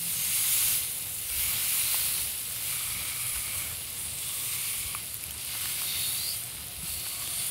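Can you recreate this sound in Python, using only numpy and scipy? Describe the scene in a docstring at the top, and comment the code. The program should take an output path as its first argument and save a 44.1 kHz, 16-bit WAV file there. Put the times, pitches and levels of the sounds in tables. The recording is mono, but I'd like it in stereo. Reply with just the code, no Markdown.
"""A gloved hand presses a thick steak onto a hot charcoal grill, again and again, close to a mono microphone outdoors.
Juice flashes to steam on the bars: four sizes of tiny bursts, mixed with noise, make a hiss that swells with the presses.
Trapped steam sings in gliding narrow bands of noise, and one gap squeals in two resonances.
Drops of fat pop as a noise snap and a ring in two modes; droplets tick and the grate knocks as short decaying sines.
Under it lie a low filtered-noise rumble, distant resonant drones, and a light wind with puffs."""
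import sys
import numpy as np
from scipy import signal
from scipy.fft import rfft, irfft, next_fast_len
from scipy.io import wavfile
from scipy.ndimage import uniform_filter1d, map_coordinates

SR = 44100
rng = np.random.default_rng(int(sys.argv[2]) if len(sys.argv) > 2 else 0)


def transcribe(signal):
    """Save signal, clipped to [-1, 1], as a 16-bit WAV file at the path in sys.argv[1]."""
    frames = np.atleast_2d(signal).T
    limited = np.clip(frames, -1, 1)
    pcm = np.round(limited * 32767).astype(np.int16)
    wavfile.write(sys.argv[1], SR, pcm)


N = 331099
TIME = np.arange(N) / SR  # seconds


def amp(db):
    """Level law: amplitude gain is 10 to the power dB / 20."""
    return 10 ** (np.asarray(db) / 20)


def unit(x):
    """Normalization: scale to an rms of 1."""
    return x / np.sqrt(np.mean(np.abs(x) ** 2) + 1e-20)


def curves(rows):
    """Linear interpolation: one value per sample for each column after the time."""
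    times, *columns = np.transpose(rows)
    return [np.interp(TIME, times, column) for column in columns]


def wobble(rate_hz):
    """Slow random modulation: a spline through rate_hz random knots a second."""
    knots = rng.standard_normal(int(N * rate_hz / SR) + 4)
    return map_coordinates(knots, [TIME * rate_hz])


def coloured(x, outline):
    """Minimum-phase filtering: a causal filter with the given (hz, level_db) outline, output at rms 1."""
    size = 2 * next_fast_len(N)
    hz, level_db = np.transpose(outline)
    log_bins = np.log(np.fft.rfftfreq(size, 1 / SR) + 1)
    gain = amp(np.interp(log_bins, np.log(hz), level_db))
    # folding the cepstrum onto positive time makes the response causal
    cepstrum = irfft(np.log(gain))
    cepstrum[1:size // 2] *= 2
    cepstrum[size // 2 + 1:] = 0
    response = np.exp(rfft(cepstrum))
    return unit(irfft(rfft(x, size) * response, size)[:N])


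def rings(rows):
    """Damped oscillation: each (start_s, level_db, pitch_hz, decay_s) swells quickly and dies away."""
    out = np.zeros(N + SR)
    t = np.arange(SR // 5) / SR
    for start_s, level_db, pitch_hz, decay_s in rows:
        age = 10 * t / decay_s  # the envelope peaks at age 1 and is about 60 dB down at age 10
        envelope = amp(level_db) * age * np.exp(1 - age)
        out[round(start_s * SR):][:len(t)] += envelope * np.sin(2 * np.pi * pitch_hz * t)
    return out[:N]


def resonance(pitch_hz, width_hz, skirt):
    """Resonance: rms-1 noise in a narrow band that follows a pitch curve; a larger skirt falls more steeply."""
    size = next_fast_len(N)
    noise = rng.standard_normal((2, size))
    offset_hz = np.fft.fftfreq(size, 1 / SR)
    shape = (1 + (2 * offset_hz / width_hz) ** 2 / skirt) ** (-skirt / 2)
    slow = np.fft.ifft((noise[0] + 1j * noise[1]) * shape)[:len(pitch_hz)]
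    carrier = np.exp(2j * np.pi * np.cumsum(pitch_hz) / SR)
    return unit(np.real(slow * carrier))


def glide(start_s, end_s, from_hz, to_hz, width_hz, level_db, fade_s, skirt):
    """Gliding resonance: a noise-fed band moves in pitch and fades in and out over fade_s."""
    out = np.zeros(N)
    during = (TIME > start_s) & (TIME < end_s)
    t = TIME[during]
    to_edge_s = np.minimum(t - start_s, end_s - t)
    fade = np.sin(np.pi / 2 * np.clip(to_edge_s / fade_s, 0, 1))
    pitch_hz = np.interp(t, [start_s, end_s], [from_hz, to_hz])
    out[during] = amp(level_db) * fade * resonance(pitch_hz, width_hz, skirt)
    return out


# Bubble sizes, rows fizz, spray, sputter, simmer: rest_level_db, drying_fall [dB/s], press_sag [dB/s]
BUBBLES = [(-37.5, 0.58, 2.5), (-37.7, 1.5, 3), (-44, 0.32, 2), (-58, -0.4, 2)]
# Pushes of the hand: start_s, full_weight_s, let_go_s, dying_s [time to half amplitude],
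# fizz_db, spray_db, sputter_db, simmer_db
PRESSES = [(-.2, 0.531, 0.69, .14, -29, -27.5, -34.5, -48),
           (1.164, 1.428, 2.13, 0.26, -34.5, -30.5, -37, -47.5),
           (1.494, 1.774, 1.98, 0.11, -34, -34.5, -42, -53), (2.38, 2.684, 3.58, 0.24, -35, -39, -41, -50),
           (3.846, 4.545, 4.704, 0.24, -34, -37, -40, -57.5),
           (5.34, 5.56, 5.85, 0.4, -37.5, -36.5, -38.5, -50.5),
           (5.753, 6.0, 6.28, .13, -34.5, -36.5, -44.5, -63),
           (6.763, 6.903, 7.48, .1, -39.5, -41, -44.5, -58.5),
           (7.048, 7.368, 7.46, 0.044, -36.5, -41, -45, -66)]


def boiling():
    """Power summation: each bubble size has a drifting rest level plus presses that rise, sag and die away."""
    gains = []
    for size, (rest_db, drying, sag) in enumerate(BUBBLES):
        power = amp(rest_db - drying * TIME) ** 2
        for start_s, full_s, let_go_s, dying_s, *levels_db in PRESSES:
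            rise = np.clip((TIME - start_s) / (full_s - start_s), 0, 1)
            hold = amp(levels_db[size] - sag * np.maximum(TIME - full_s, 0))
            release = 1 / (1 + (np.maximum(TIME - let_go_s, 0) / dying_s) ** 2)
            power = power + (rise * hold * release) ** 2
        gains.append(np.sqrt(power))
    return gains


def bursts(colour, rate, spread_db, steam_db, flutter_db):
    """Shot noise: random bursts of uneven size, mixed with steam noise and fluttering in level."""
    happens = rng.random(N) < rate / SR  # rate is in bursts a second
    sizes = amp(spread_db * np.minimum(rng.standard_normal(N), 2)) * rng.choice([-1, 1], N)
    impulses = unit(happens * sizes / np.sqrt(rate))  # a denser crowd has smaller bursts
    steam_bed = amp(steam_db) * rng.standard_normal(N)
    flutter = amp(flutter_db * unit(wobble(25) + wobble(120)))
    return unit(coloured(impulses + steam_bed, colour) * flutter)


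def patchy(x, depth_db):
    """Time-frequency modulation: each spot of the meat boils up in its own band and fades again."""
    spectrum = signal.stft(x, nperseg=512)[2]
    field = rng.standard_normal(spectrum.shape)
    field = uniform_filter1d(field, size=5, axis=0)  # smooth over frequency
    field = uniform_filter1d(field, size=24, axis=1)  # smooth over time
    return unit(signal.istft(spectrum * amp(depth_db * unit(field)), nperseg=512)[1][:N])


# Hollow resonances of the grill bowl: pitch_hz, width_hz, lift_db
BOWL = [(1113, 33, 6.5), (1275, 36, 4), (1484, 47, 5), (1753, 120, 3.5), (2060, 160, 1.5), (2803, 160, 2.5),
        (3750, 250, 1), (4500, 300, -0.5)]


def bowl(x):
    """Cavity resonance: the grill bowl reshapes a few bands of the sound that passes through it."""
    size = next_fast_len(N + SR // 2)
    f = np.fft.rfftfreq(size, 1 / SR)
    lift = 0
    for hz, width_hz, lift_db in BOWL:
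        damping = 1j * f * width_hz
        lift = lift + (amp(lift_db) - 1) * damping / (hz * hz - f * f + damping)
    return unit(irfft(rfft(x, size) * (1 + lift), size)[:N])


# Spectral outlines of the four bubble sizes: pitch_hz, level_db [relative dB per Hz]
FIZZ_COLOUR = [(3500, -39.5), (5500, -20), (7000, -11.5), (8000, -6), (8800, -1.5), (10200, 0.5),
               (11300, -2), (12500, -8.5), (14500, -8.5), (16000, -14)]
SPRAY_COLOUR = [(3000, -37), (5500, -12), (6600, -9.5), (8500, -10.5), (10500, -6), (12500, -1),
                (14000, -4), (16000, -6)]
SPUTTER_COLOUR = [(300, -22), (900, -14.5), (1850, -12.5), (2080, -1.5), (2800, 0), (3600, 0.5), (4100, 0),
                  (4700, 0), (5400, -5), (6500, -12), (9000, -17.5)]
SIMMER_COLOUR = [(200, -8), (500, -11.5), (900, -1), (1150, -2), (1300, 2.5), (1550, -2), (1900, -1.5),
                 (2600, -9.5)]


def sizzle():
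    """Bubble acoustics: four sizes burst on the bars; the smaller they are, the higher and denser they sound."""
    fizz_gain, spray_gain, sputter_gain, simmer_gain = boiling()
    crowd = (fizz_gain / np.median(fizz_gain)) ** 1.2  # harder boiling means more bursts a second
    fizz = bursts(FIZZ_COLOUR, rate=6000 * crowd, spread_db=2.5, steam_db=-2, flutter_db=0.62)
    spray = bursts(SPRAY_COLOUR, rate=4000 * crowd, spread_db=4.5, steam_db=1.5, flutter_db=0.3)
    sputter = bursts(SPUTTER_COLOUR, rate=2500 * crowd, spread_db=3.5, steam_db=1.0, flutter_db=0.71)
    simmer = bursts(SIMMER_COLOUR, rate=700 * crowd, spread_db=5.5, steam_db=-1, flutter_db=1.9)
    fizz, spray = patchy(fizz, depth_db=2.0), patchy(spray, depth_db=2.3)
    sputter, simmer = patchy(sputter, depth_db=0.64), patchy(simmer, depth_db=-0.1)

    waves = amp(0.58 * wobble(13))  # the finest bubbles come in waves
    bright = (fizz_gain * fizz + spray_gain * spray) * waves
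    hollow = sputter_gain * bowl(sputter) + simmer_gain * bowl(simmer)
    surge = amp(0.27 * wobble(32))  # fresh juice reaches all of them at once
    return (bright + hollow) * surge


# Spectral outlines of the outdoor rumble and of the wind: pitch_hz, level_db [relative dB per Hz]
AIR_COLOUR = [(25, -28), (50, -20), (72, 0.5), (115, 1.5), (150, -3), (178, -5), (205, -11), (260, -12.5),
              (400, -15.5), (500, -13.5), (700, -15.5), (1200, -20.5), (4000, -28), (16000, -49)]
GUST_COLOUR = [(18, -19), (30, -16), (45, -8), (65, -1), (85, -7.5), (130, -17.5), (300, -37), (1000, -70)]
# Puffs of wind: centre_s, half_length_s, level_db
GUSTS = [(.68, 0.25, -55), (1.397, .1, -47.5), (2.1, 0.19, -54), (2.93, 0.092, -51), (3.36, .06, -45.5),
         (4.83, 0.076, -49), (6.58, .1, -57), (6.9, .06, -51)]
# Distant droning: start_s, end_s, from_hz, to_hz, width_hz, level_db
DRONES = [(-.1, .35, 161, 173, 7.8, -52), (2.499, 3.9, 120, 120, 6.5, -55),
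          (4.2, 4.95, 119, 119, 6.4, -56.5), (-.5, 4.84, 472, 472, 5.5, -72), (5.6, 7.4, 366, 324, 14, -68),
          (5.6, 8.1, 716, 706, 24, -63.5)]
RUMBLE_DB, BREEZE_DB = -50.3, -60.5  # middle levels, about which each one wavers
DRONE_FADE_S = 0.085


def outdoors():
    """Broadband and resonant noise: a low rumble with distant drones, and a breeze with puffs of wind."""
    rumble_gain = amp(RUMBLE_DB + 1.3 * wobble(7))
    rumble = rumble_gain * coloured(rng.standard_normal(N), AIR_COLOUR)
    breeze_gain = amp(BREEZE_DB + 2.5 * wobble(5.4))
    puffs = sum(amp(db) * np.exp(-((TIME - s) / half_s) ** 2) for s, half_s, db in GUSTS)
    wind_gain = np.hypot(breeze_gain, puffs)  # powers add
    wind = wind_gain * coloured(rng.standard_normal(N), GUST_COLOUR)
    drones = sum(glide(*drone, DRONE_FADE_S, skirt=1.3) for drone in DRONES)
    return rumble + wind + drones


def spits(rate, peak_db, spread_db, centre_hz, decay_s):
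    """Random impacts: stray droplets tick on the hot bars, whether or not the hand presses."""
    rows = []
    for when, size, turn in rng.random((round(rate * N / SR), 3)):
        level_db = peak_db - spread_db * np.sqrt(size)
        octaves = .22 * np.sqrt(2) * np.sin(2 * np.pi * turn)
        rows.append((when * N / SR, level_db, centre_hz * 2 ** octaves, decay_s))
    return rings(rows)


# Steam escaping through gaps: start_s, end_s, from_hz, to_hz, level_db
JETS = [(0.124, 0.802, 10750, 10540, -45), (0.107, 0.744, 6480, 6680, -44), (.15, 0.852, 2750, 2800, -54),
        (1.349, 1.952, 2295, 2417, -47.5), (1.75, 2.251, 4020, 4350, -44), (2.023, 2.32, 10500, 10230, -39),
        (2.65, 3.744, 2333, 2247, -46.5), (2.682, 3.699, 1266, 1192, -55.5),
        (3.949, 4.602, 8830, 8400, -43), (4.196, 5.03, 1122, 1159, -58.5), (4.502, 5.05, 2250, 2280, -49.5),
        (4.585, 4.95, 9110, 9300, -49), (6.82, 7.501, 4400, 4500, -47), (7.201, 7.582, 3460, 3360, -47.5),
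        (4.162, 4.501, 3400, 3540, -49), (6.982, 7.4, 1138, 1125, -57.5), (7.274, 7.584, 9600, 9400, -39.5)]
JET_WIDTH_HZ, JET_WIDENS = 144, 0.58  # width of a jet at 1 kHz; the power of pitch by which it grows
JET_FADE_S = 0.072


def steam():
    """Jet resonance: trapped steam sings as the gap that it escapes through changes; higher jets are wider."""
    out = np.zeros(N)
    for start_s, end_s, from_hz, to_hz, level_db in JETS:
        width_hz = JET_WIDTH_HZ * (from_hz / 1000) ** JET_WIDENS
        out += glide(start_s, end_s, from_hz, to_hz, width_hz, level_db, JET_FADE_S, skirt=2.6)
    return out


# Drops of fat bursting: start_s, ring_level_db [envelope peak], pitch_hz, decay_s [to about -60 dB], snap_level_db
POPS = [(1.9448, -25, 1010, 0.0051, -25), (2.562, -37, 1530, 0.0053, -28),
        (4.9491, -25.5, 1180, 0.011, -27), (5.143, -42, 2500, .004, -20), (5.239, -34, 2500, .0062, -23),
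        (5.3087, -32, 3140, .006, -20), (5.553, -32.5, 1100, .0027, -29), (5.6575, -24, 1880, 0.0033, -26),
        (5.8185, -29, 1170, 0.0048, -26), (6.29, -40, 3520, 0.0019, -23), (7.067, -29, 1500, 0.0024, -36),
        (7.222, -35.5, 1100, 0.012, -38), (7.276, -22, 3150, 0.0018, -25)]
# Spectral outline of the snap: pitch_hz, level_db [relative dB per Hz]
SNAP_COLOUR = [(400, -20), (3000, -17), (7000, -20), (10500, 6), (13000, 6), (16000, -5)]
SNAP_T60_S = 0.008
# a drop's second mode: pitch, level and decay time against the first
OVERTONE_RATIO, OVERTONE_DB, OVERTONE_LIFE = 2.05, -1, 0.63


def pops():
    """Modal ringing: a drop of fat tears open with a bright snap, and its cavity rings in two modes."""
    modes = []
    snap_gain = np.zeros(N)
    for start_s, ring_db, pitch_hz, decay_s, snap_db in POPS:
        modes.append((start_s, ring_db, pitch_hz, decay_s))
        modes.append((start_s, ring_db + OVERTONE_DB, pitch_hz * OVERTONE_RATIO, decay_s * OVERTONE_LIFE))
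        fall_db = 60 * np.clip((TIME - start_s) / SNAP_T60_S, 0, 2)
        snap_gain += (TIME >= start_s) * amp(snap_db - fall_db)
    snaps = snap_gain * coloured(rng.standard_normal(N), SNAP_COLOUR)
    return rings(modes) + snaps


# The squealing gap: time_s, lower_hz, upper_hz, level_db [lower resonance]
SQUEAL = [(5.76, 3850, 4450, -52), (5.9, 3700, 4400, -40.5), (6.05, 3690, 4370, -39.5),
          (6.16, 3790, 4480, -41.5), (6.24, 4120, 4610, -40), (6.31, 4620, 5000, -37.5),
          (6.36, 4450, 5000, -50)]
SQUEAL_WIDTH_HZ, SQUEAL_UPPER_DB = 250, -1.5  # width of both; upper resonance against the lower


def squeal():
    """Coupled pitch glide: two resonances of one gap dip, then climb as the hand squeezes it shut."""
    lower_hz, upper_hz, level_db = curves(SQUEAL)
    gain = amp(level_db) * (TIME > SQUEAL[0][0]) * (TIME < SQUEAL[-1][0])
    lower = resonance(lower_hz, SQUEAL_WIDTH_HZ, skirt=2.2)
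    upper = resonance(upper_hz, SQUEAL_WIDTH_HZ, skirt=2.2)
    return gain * (lower + amp(SQUEAL_UPPER_DB) * upper)


# The grate knocking dully: start_s, level_db [envelope peak], pitch_hz, decay_s [to about -60 dB]
KNOCKS = [(6.790, -46, 140, 0.055), (6.830, -35.5, 163, 0.061)]


def knocks():
    """Damped oscillation: the grate knocks under the hand as low, short rings."""
    return rings(KNOCKS)


def scene():
    """Superposition: all sources add at one microphone, heard alike in both ears."""
    ticks = spits(rate=21, peak_db=-16.5, spread_db=11, centre_hz=10800, decay_s=0.00077)
    mono = sizzle() + outdoors() + ticks + steam() + pops() + squeal() + knocks()
    return np.array([mono, mono])


TOP_HZ = 15750


def record(dry):
    """Band limiting: the recorder keeps nothing at or above TOP_HZ."""
    size = next_fast_len(N + SR // 2)
    passed = np.fft.rfftfreq(size, 1 / SR) < TOP_HZ
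    return irfft(rfft(dry, size) * passed, size)[:, :N]


dry = scene()
out = record(dry)
transcribe(out)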